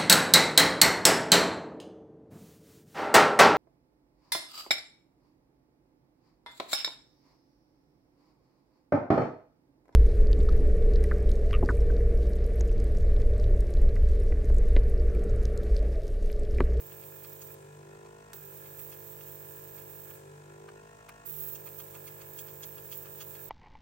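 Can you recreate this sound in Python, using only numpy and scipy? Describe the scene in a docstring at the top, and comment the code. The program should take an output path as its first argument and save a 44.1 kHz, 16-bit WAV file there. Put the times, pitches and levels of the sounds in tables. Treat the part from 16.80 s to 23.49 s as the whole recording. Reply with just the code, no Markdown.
"""Desoldering gun on a circuit board.

A diaphragm pump hums on the bench at about 50 strokes a second; air hisses into the hot nozzle.
Twice a solder joint seals it: the hiss dies, vacuum builds, the pump knocks and speeds up.
The seal breaks with a spit or a rush of air. The nozzle scrapes as it is rocked around the pins."""
import sys
import numpy as np
from scipy import signal
from scipy.fft import rfft, irfft, next_fast_len
from scipy.io import wavfile

SR = 44100
rng = np.random.default_rng(int(sys.argv[2]) if len(sys.argv) > 2 else 0)


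def to_wav(s):
    """Save 16-bit WAV."""
    ch = np.atleast_2d(s).T  # columns
    pcm = np.round(np.clip(ch, -1, 1) * 32767)  # PCM
    wavfile.write(sys.argv[1], SR, pcm.astype(np.int16))


N = 295138

# Noise spectra: freq_hz, relative_db
ROOM_SPECTRUM = [(25, -15), (45, 6), (80, 5.5), (130, 8.5), (230, -0.5), (420, 5.5), (700, 1.5),
                 (1200, -6.5), (2200, -5), (5000, -18.5), (15800, -16)]
EXHAUST_SPECTRUM = [(700, 1), (1100, 5.5), (1700, 0.5), (2200, 1.5), (2600, -3), (3400, -0.5), (4700, -4.5),
                    (6100, -1.5), (7000, 1.5), (7800, 2), (8600, 3), (9500, -16.5), (11000, -17),
                    (15800, -16)]
HISS_SPECTRUM = [(9000, -38), (11500, -25), (12500, -16), (13300, -5), (14000, -4.5), (15000, -3),
                 (15800, 1)]
RUSH_SPECTRUM = [(1500, -14), (3000, -3.5), (4700, -5.5), (6200, -0.5), (7500, 4.5), (8600, 3.5),
                 (9600, 4.5), (10700, -3.5), (11600, 0.5), (15800, -14)]
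# Resonances: freq_hz, width_hz, relative_db
OUTLET_MODES = [(5750, 1000, -1), (7500, 61, 0), (7460, 83, -1.1)]
BOARD_MODES = [(1153, 310, 1.5), (1610, 580, -2), (1900, 650, -5)]
PIN_MODES = [(2130, 250, 0), (3140, 1180, 8.5), (3585, 1300, 2), (4330, 570, -1)]
NOZZLE_MODES = [(5050, 160, -7), (6700, 1060, -5.5), (6830, 550, 5.5), (9400, 1400, 2), (9800, 1600, 0.5),
                (13600, 1900, -8.5)]
# Solder sealing the nozzle: seal_s, open_s, closing_s, opening_s
SEAL_TIMES = [(0.75, 1.53, 0.015, 0.0041), (3.381, 4.45, 0.11, .02)]
# Motor sags under part load, races with little air left: vacuum, stroke_hz
MOTOR_CURVE = [(0, 49.62), (.3, 48.85), (.53, 49.6), (.93, 52.6)]
# Pump hum: harmonic, open_db, heavy_load_db, full_vacuum_db
HUM_HARMONICS = [(1,-75,-73,-68.5), (2,-63.5,-68,-71.5), (3,-59.5,-61.5,-66.5), (4,-73,-68.5,-72.5),
                 (5,-87,-74.5,-72), (6,-71.5,-76.5,-76), (7,-62,-58.5,-70.5), (8,-60.5,-55,-70.5),
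                 (9,-58,-57.5,-65), (10,-71.5,-71,-89), (11,-60.5,-66,-72), (12,-73.5,-65,-66.5),
                 (13,-67,-70,-64), (14,-78,-75.5,-73), (15,-83.5,-68,-108), (16,-73.5,-80,-71),
                 (17,-73.5,-66.5,-67.5), (18,-67.5,-81,-77), (19,-82,-64.5,-66), (20,-66.5,-63,-70.5),
                 (21,-67,-70,-62), (22,-74.5,-71,-94)]
# Hum dips and swells: harmonic, centre_vacuum, half_width_vacuum, gain_db
HUM_SWINGS = [(3,.4,.3,7), (7,.3,.12,-16), (7,.85,.04,-13), (8,.22,.1,4.5), (8,.4,.08,-9), (9,.14,.07,-4),
              (9,.53,.06,-10), (10,.14,.1,7), (10,.48,.08,6), (11,.42,.09,-8), (12,.23,.05,-8),
              (12,.52,.04,-12), (13,.24,.1,-11)]
# Hum phase lead at the left ear: freq_hz, lead_rad
HUM_LEFT_LEAD = [(50, -.5), (150, .1), (345, 0.75), (400, 1.25), (470, 0.97), (540, 1.46), (595, 2.5),
                 (690, -0.1), (800, 1.26), (930, 2), (1100, 2.38)]
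# Casing response per harmonic: freq_hz, open_db, sealed_db
CASING_RESPONSE = [(1290,-118,-85), (1336,-76,-97), (1350,-82,-72), (1316,-76.5,-78), (1440,-79.5,-68.5),
                   (1480,-93.5,-97), (1682,-71,-70.5), (1607,-68.5,-68), (1733,-73,-82.5), (1870,-89,-67.5),
                   (1900,-114,-102), (2490,-77.5,-108), (2430,-74,-81), (2552,-90.5,-76.5),
                   (2660,-89,-85.5)]
# Nozzle on pin and pad: peak_s, swell_s, board_db, pin_db, nozzle_db
SCRAPE_EVENTS = [(0.12, 0.0076, -70, -62, -74), (0.23, 0.012, -69, -63, -67),
                 (0.447, 0.0043, -58, -56, -71), (0.62, 0.0067, -70, -60, -51),
                 (1.155, 0.005, -66, -73, -72), (1.261, 0.0026, -55, -80, -80),
                 (1.859, 0.0082, -65.5, -63.5, -67), (1.994, 0.0065, -62, -68, -52.5),
                 (2.127, 0.011, -65, -60.5, -59), (2.411, 0.0095, -64.5, -62, -66),
                 (2.982, 0.0086, -63.5, -63.5, -66), (3.309, 0.0022, -58, -56, -64),
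                 (3.888, 0.0021, -46, -78, -81), (4.292, 0.0028, -45, -66, -64),
                 (4.755, 0.0041, -64, -55, -47.5), (4.872, 0.0087, -56, -62, -60),
                 (5.001, 0.0069, -58.5, -57, -55), (5.153, 0.011, -58.5, -62, -58),
                 (5.277, 0.0058, -61, -54.5, -53), (5.414, 0.0088, -58.5, -61.5, -56),
                 (5.591, 0.0093, -76, -54, -49), (5.685, 0.0092, -62, -61.5, -62),
                 (5.835, 0.0058, -60.5, -51, -46), (5.982, 0.0076, -63, -61, -62),
                 (6.126, 0.0097, -63, -52, -49), (6.258, 0.0061, -58.5, -61.5, -63),
                 (6.413, 0.009, -55.5, -52, -50.5), (6.554, 0.0094, -63, -60.5, -61)]
# Solder spitting through: start_s, level_db
SPIT_EVENTS = [(1.5326, -27), (1.5348, -31), (1.552, -43), (4.2916, -36.5)]
# Tip gap changing as the nozzle rocks: centre_s, half_width_s, gain_db
GAP_SURGES = [(0.572, 0.029, -2.5), (1.57, 0.044, 0), (2.0, 0.023, 7.5), (2.045, 0.029, 5),
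              (4.484, .025, 3), (4.864, 0.011, 7.5), (4.99, 0.016, 7.5), (5.27, 0.012, 4),
              (5.606, 0.064, 5), (5.87, 0.048, 4), (6.166, 0.063, 8), (6.318, .025, 5), (6.418, 0.029, 3),
              (6.49, 0.06, 3.5), (6.626, 0.045, 5)]

MAINS_HZ, MAINS_DB = 120.5, -69
PUMP_DOWN_S, REFILL_S = .41, .1  # time constants
HEAVY_LOAD, FULL_VACUUM = .72, .92  # vacuum, 0-1
NOZZLE_LAG_S, CUTOFF_HZ = .000363, 15850


def from_db(db):
    """Decibels to gain."""
    return 10 ** (np.asarray(db) / 20)


def unit_rms(x):
    """Scale to unit power."""
    return x / np.sqrt(np.mean(x ** 2) + 1e-20)


def at_hz(points, hz):
    """Interpolate on a log-frequency axis."""
    points_hz, values = np.transpose(points)
    return np.interp(np.log(hz + 1e-9), np.log(points_hz), values)


def split_ears(difference):
    """Half up on the left, half down on the right."""
    return np.array([[.5], [-.5]]) * difference


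def pan(left_db):
    """Ear gains for a level difference."""
    return from_db(split_ears(left_db))


def bump(x, centre, half_width):
    """Bell of height 1."""
    return np.exp(-((x - centre) / half_width) ** 2)


def gate(start_s, end_s, rise_s, fall_s):
    """0-1 window, linear ramps centred on its edges."""
    t = np.arange(N) / SR
    return np.clip(.5 + np.minimum((t - start_s) / rise_s, (end_s - t) / fall_s), 0, 1)


def drift(corner_hz):
    """Slow random wander, rms 1."""
    hop, settle = 40, 2000
    pole = np.exp(-2 * np.pi * corner_hz * hop / SR)
    white = rng.standard_normal(N // hop + settle + 2)
    slow = signal.lfilter([1], [1, -2 * pole, pole * pole], white)[settle:]
    return np.interp(np.arange(N) / hop, np.arange(len(slow)), unit_rms(slow))


def noise(spectrum, coherence, lag_s=0.):
    """Coloured stereo noise, rms 1; the right ear lags."""
    size = next_fast_len(N)
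    hz = np.arange(size // 2 + 1) * SR / size
    mid, side = rng.standard_normal((2, size))
    white = rfft(np.sqrt(1 + coherence) * mid + np.sqrt(1 - coherence) * side * [[1], [-1]])
    white[1] *= np.exp(-2j * np.pi * hz * lag_s)
    colour = from_db(at_hz(spectrum, hz)) * (hz < CUTOFF_HZ)
    return unit_rms(irfft(white * colour, size)[:, :N])


def resonate(x, modes):
    """Parallel resonators of alternating sign; white noise keeps about its power."""
    out, power = 0, 0
    for k, (hz, width_hz, db) in enumerate(modes):
        radius = np.exp(-np.pi * width_hz / SR)
        gain = (1 - radius ** 2) / 2
        feedback = [1, -2 * radius * np.cos(2 * np.pi * hz / SR), radius ** 2]
        out += (-1) ** k * from_db(db) * signal.lfilter([gain, 0, -gain], feedback, x + 1e-18)
        power += from_db(db) ** 2 * gain
    return out / np.sqrt(power)


def bench(x, wet_db, t60_s, lag_s=0.):
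    """Direct sound plus dense bench reflections; the right ear lags."""
    t = np.arange(SR // 10) / SR
    echoes = rng.standard_normal((2, len(t))) * from_db(-60 * t / t60_s) * (t > .001)
    echoes *= from_db(wet_db) / np.linalg.norm(echoes, axis=1, keepdims=True)
    direct = np.array([x, np.roll(x, round(lag_s * SR))])
    reflected = signal.oaconvolve(direct, echoes, axes=1)[:, :N]
    return (direct + reflected) / np.hypot(1, from_db(wet_db))


def workshop(floor_db=-65):
    """Dull room noise and the station's transformer hum."""
    mains = np.sqrt(2) * from_db(MAINS_DB) * np.sin(2 * np.pi * MAINS_HZ * np.arange(N) / SR)
    return from_db(floor_db) * noise(ROOM_SPECTRUM, coherence=.54) + mains


def hose_vacuum():
    """Vacuum, 0-1: builds behind a seal, collapses when it opens."""
    t = np.arange(N) / SR
    vacuum = np.zeros(N)
    for seal_s, open_s, *_ in SEAL_TIMES:
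        built = 1 - np.exp(-np.clip(t - seal_s, 0, open_s - seal_s) / PUMP_DOWN_S)
        vacuum += built * np.exp(-np.maximum(t - open_s, 0) / REFILL_S)
    return vacuum


def exhaust(turns, vacuum):
    """One puff a stroke; under vacuum the puffs sharpen and the outlet sings."""
    throb_db = np.interp(vacuum, [0, 1], [2.5, 4.5])
    puffs = from_db(throb_db * np.cos(2 * np.pi * turns))
    air = noise(EXHAUST_SPECTRUM, coherence=.008) * from_db(np.interp(vacuum, [0, 1], [-64, -66]))
    singing = resonate(rng.standard_normal((2, N)), OUTLET_MODES) * vacuum * from_db(-75)
    return (air + singing) * puffs * pan(3.8)


def valves(turns, stroke_hz, vacuum, gain_db=1.5, uneven_db=2, lead_rad=1.66):
    """Flaps slap unevenly once a stroke; high harmonics slide through the casing's resonances."""
    casing_hz, open_db, sealed_db = np.transpose(CASING_RESPONSE)
    buzz = np.zeros((2, N))
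    for k in range(23, 56):
        db = (1 - vacuum) * np.interp(k * stroke_hz, casing_hz, open_db)
        db += vacuum * np.interp(k * stroke_hz, casing_hz, sealed_db)
        rattle_rad = (.15 + .6 * vacuum) * drift(25)
        scatter_rad = .65 * rng.standard_normal((2, 1))
        phase = 2 * np.pi * k * turns + scatter_rad + rattle_rad + split_ears(lead_rad)
        buzz += np.sqrt(2) * from_db(db) * np.cos(phase)
    return buzz * from_db(gain_db + uneven_db * drift(18))


def pump_hum(turns, stroke_hz, vacuum, waver_db=.58, relief_db=5, relief_s=.067):
    """Diaphragm stroke harmonics; their balance follows the vacuum."""
    vacuum_per_s = np.gradient(vacuum) * SR
    relief = np.clip(-vacuum_per_s * relief_s, 0, 1)  # inrushing air unloads the diaphragm
    stroke_db = waver_db * drift(26) - relief_db * relief
    lurch_rad = np.clip(.053 * np.abs(vacuum_per_s), 0, .7)  # load changes unsettle the strokes
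    scatter_rad = .89 * (1 - .61 * bump(vacuum, HEAVY_LOAD, .33))  # load tightens them to knocks
    hum = np.zeros((2, N))
    for k, *levels_db in HUM_HARMONICS:
        db = np.interp(vacuum, [0, HEAVY_LOAD, FULL_VACUUM], levels_db)
        db += sum(gain_db * bump(vacuum, centre, half_width)
                  for harmonic, centre, half_width, gain_db in HUM_SWINGS if harmonic == k)
        phase = 2 * np.pi * k * turns - 18 * np.log(k)  # housing smears strokes into falling chirps
        phase += scatter_rad * rng.standard_normal() + lurch_rad * drift(25)
        lead_rad = split_ears(at_hz(HUM_LEFT_LEAD, k * np.mean(stroke_hz)))
        db += stroke_db + waver_db * drift(4.6)
        hum += np.sqrt(2) * from_db(db) * np.cos(phase + lead_rad)
    return hum


def scrapes(slips_per_s=5000, grain_db=3, gain_db=4, colour_db=2, detune=.013):
    """Swells of tiny slips ring board, pin and nozzle, a little differently each time."""
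    tracks = np.zeros((3, N))
    age_s = np.arange(-SR // 25, SR // 25) / SR
    for peak_s, swell_s, *levels_db in SCRAPE_EVENTS:
        slipping = rng.random(len(age_s)) < slips_per_s / SR
        slips = slipping * rng.standard_normal(len(age_s))
        slips *= from_db(grain_db * rng.uniform(-1.3, 1, len(age_s)))
        pressure = np.exp(-np.abs(age_s) / (swell_s * np.where(age_s > 0, 1.22, 1)))
        start = round((peak_s + age_s[0]) * SR)
        for track, level_db, body in zip(tracks, levels_db, (BOARD_MODES, PIN_MODES, NOZZLE_MODES)):
            modes = [(hz * (1 + detune * rng.standard_normal()), width_hz,
                      db + colour_db * rng.standard_normal()) for hz, width_hz, db in body]
            ring = unit_rms(resonate(slips * pressure, modes)) * np.sqrt(np.mean(pressure ** 2))
            track[start:start + len(age_s)] += from_db(level_db + gain_db) * ring
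    board, pin, nozzle = tracks
    knocks = bench(board, wet_db=-2, t60_s=.03)
    return knocks + bench(pin + nozzle, wet_db=-3, t60_s=.03, lag_s=NOZZLE_LAG_S)


def spits(decay_s=.00035, highpass_hz=600):
    """Solder plugs snap through the nozzle with sharp cracks."""
    t = np.arange(N) / SR
    bursts = sum(from_db(db) * (t >= start_s) * np.exp(-np.clip((t - start_s) / decay_s, 0, 20))
                 for start_s, db in SPIT_EVENTS)
    highpass = signal.butter(1, highpass_hz, "high", fs=SR, output="sos")
    cracks = signal.sosfilt(highpass, bursts * rng.standard_normal(N))
    return bench(cracks, wet_db=-3, t60_s=.04)


def suction(turns, vacuum, rush_share=.47):
    """Nozzle jet: high fluttering hiss over a broad rush; a seal chokes both to a fading leak."""
    t = np.arange(N) / SR
    sealed = sum(gate(*seal) for seal in SEAL_TIMES)
    gush_db = 9 * gate(4.44, 4.755, rise_s=.02, fall_s=.06)  # air through the cleared hole
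    surge_db = sum(db * bump(t, centre_s, half_s) for centre_s, half_s, db in GAP_SURGES)
    flow_db = gush_db + surge_db + .6 * drift(3.6)
    hiss_db = (1 - sealed) * (-52.8 + flow_db) + sealed * (-75 - 12 * vacuum)
    rush_db = (1 - sealed) * (-60.5 + rush_share * flow_db) + sealed * (-63.5 - 22.5 * vacuum)
    flutter_db = 1.5 * drift(59) - .9 * np.cos(2 * np.pi * turns)
    hiss = noise(HISS_SPECTRUM, coherence=.7, lag_s=NOZZLE_LAG_S) * from_db(hiss_db + flutter_db)
    rush = noise(RUSH_SPECTRUM, coherence=.12, lag_s=NOZZLE_LAG_S) * from_db(rush_db + .8 * flutter_db)
    return hiss * pan(-12.5) + rush * pan(.21)


def scene():
    """Seals set the vacuum, vacuum sets motor speed, the motor drives hum, valves and air."""
    vacuum = hose_vacuum()
    stroke_hz = np.interp(vacuum, *np.transpose(MOTOR_CURVE))
    turns = np.cumsum(stroke_hz * (1 + .001507 * drift(4.84))) / SR
    pump = pump_hum(turns, stroke_hz, vacuum) + valves(turns, stroke_hz, vacuum) + exhaust(turns, vacuum)
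    return pump + suction(turns, vacuum) + scrapes() + spits() + workshop()


def record(dry):
    """Steep low-pass."""
    return signal.sosfilt(signal.ellip(12, .1, 80, CUTOFF_HZ, fs=SR, output="sos"), dry)


dry = scene()
out = record(dry)
to_wav(out)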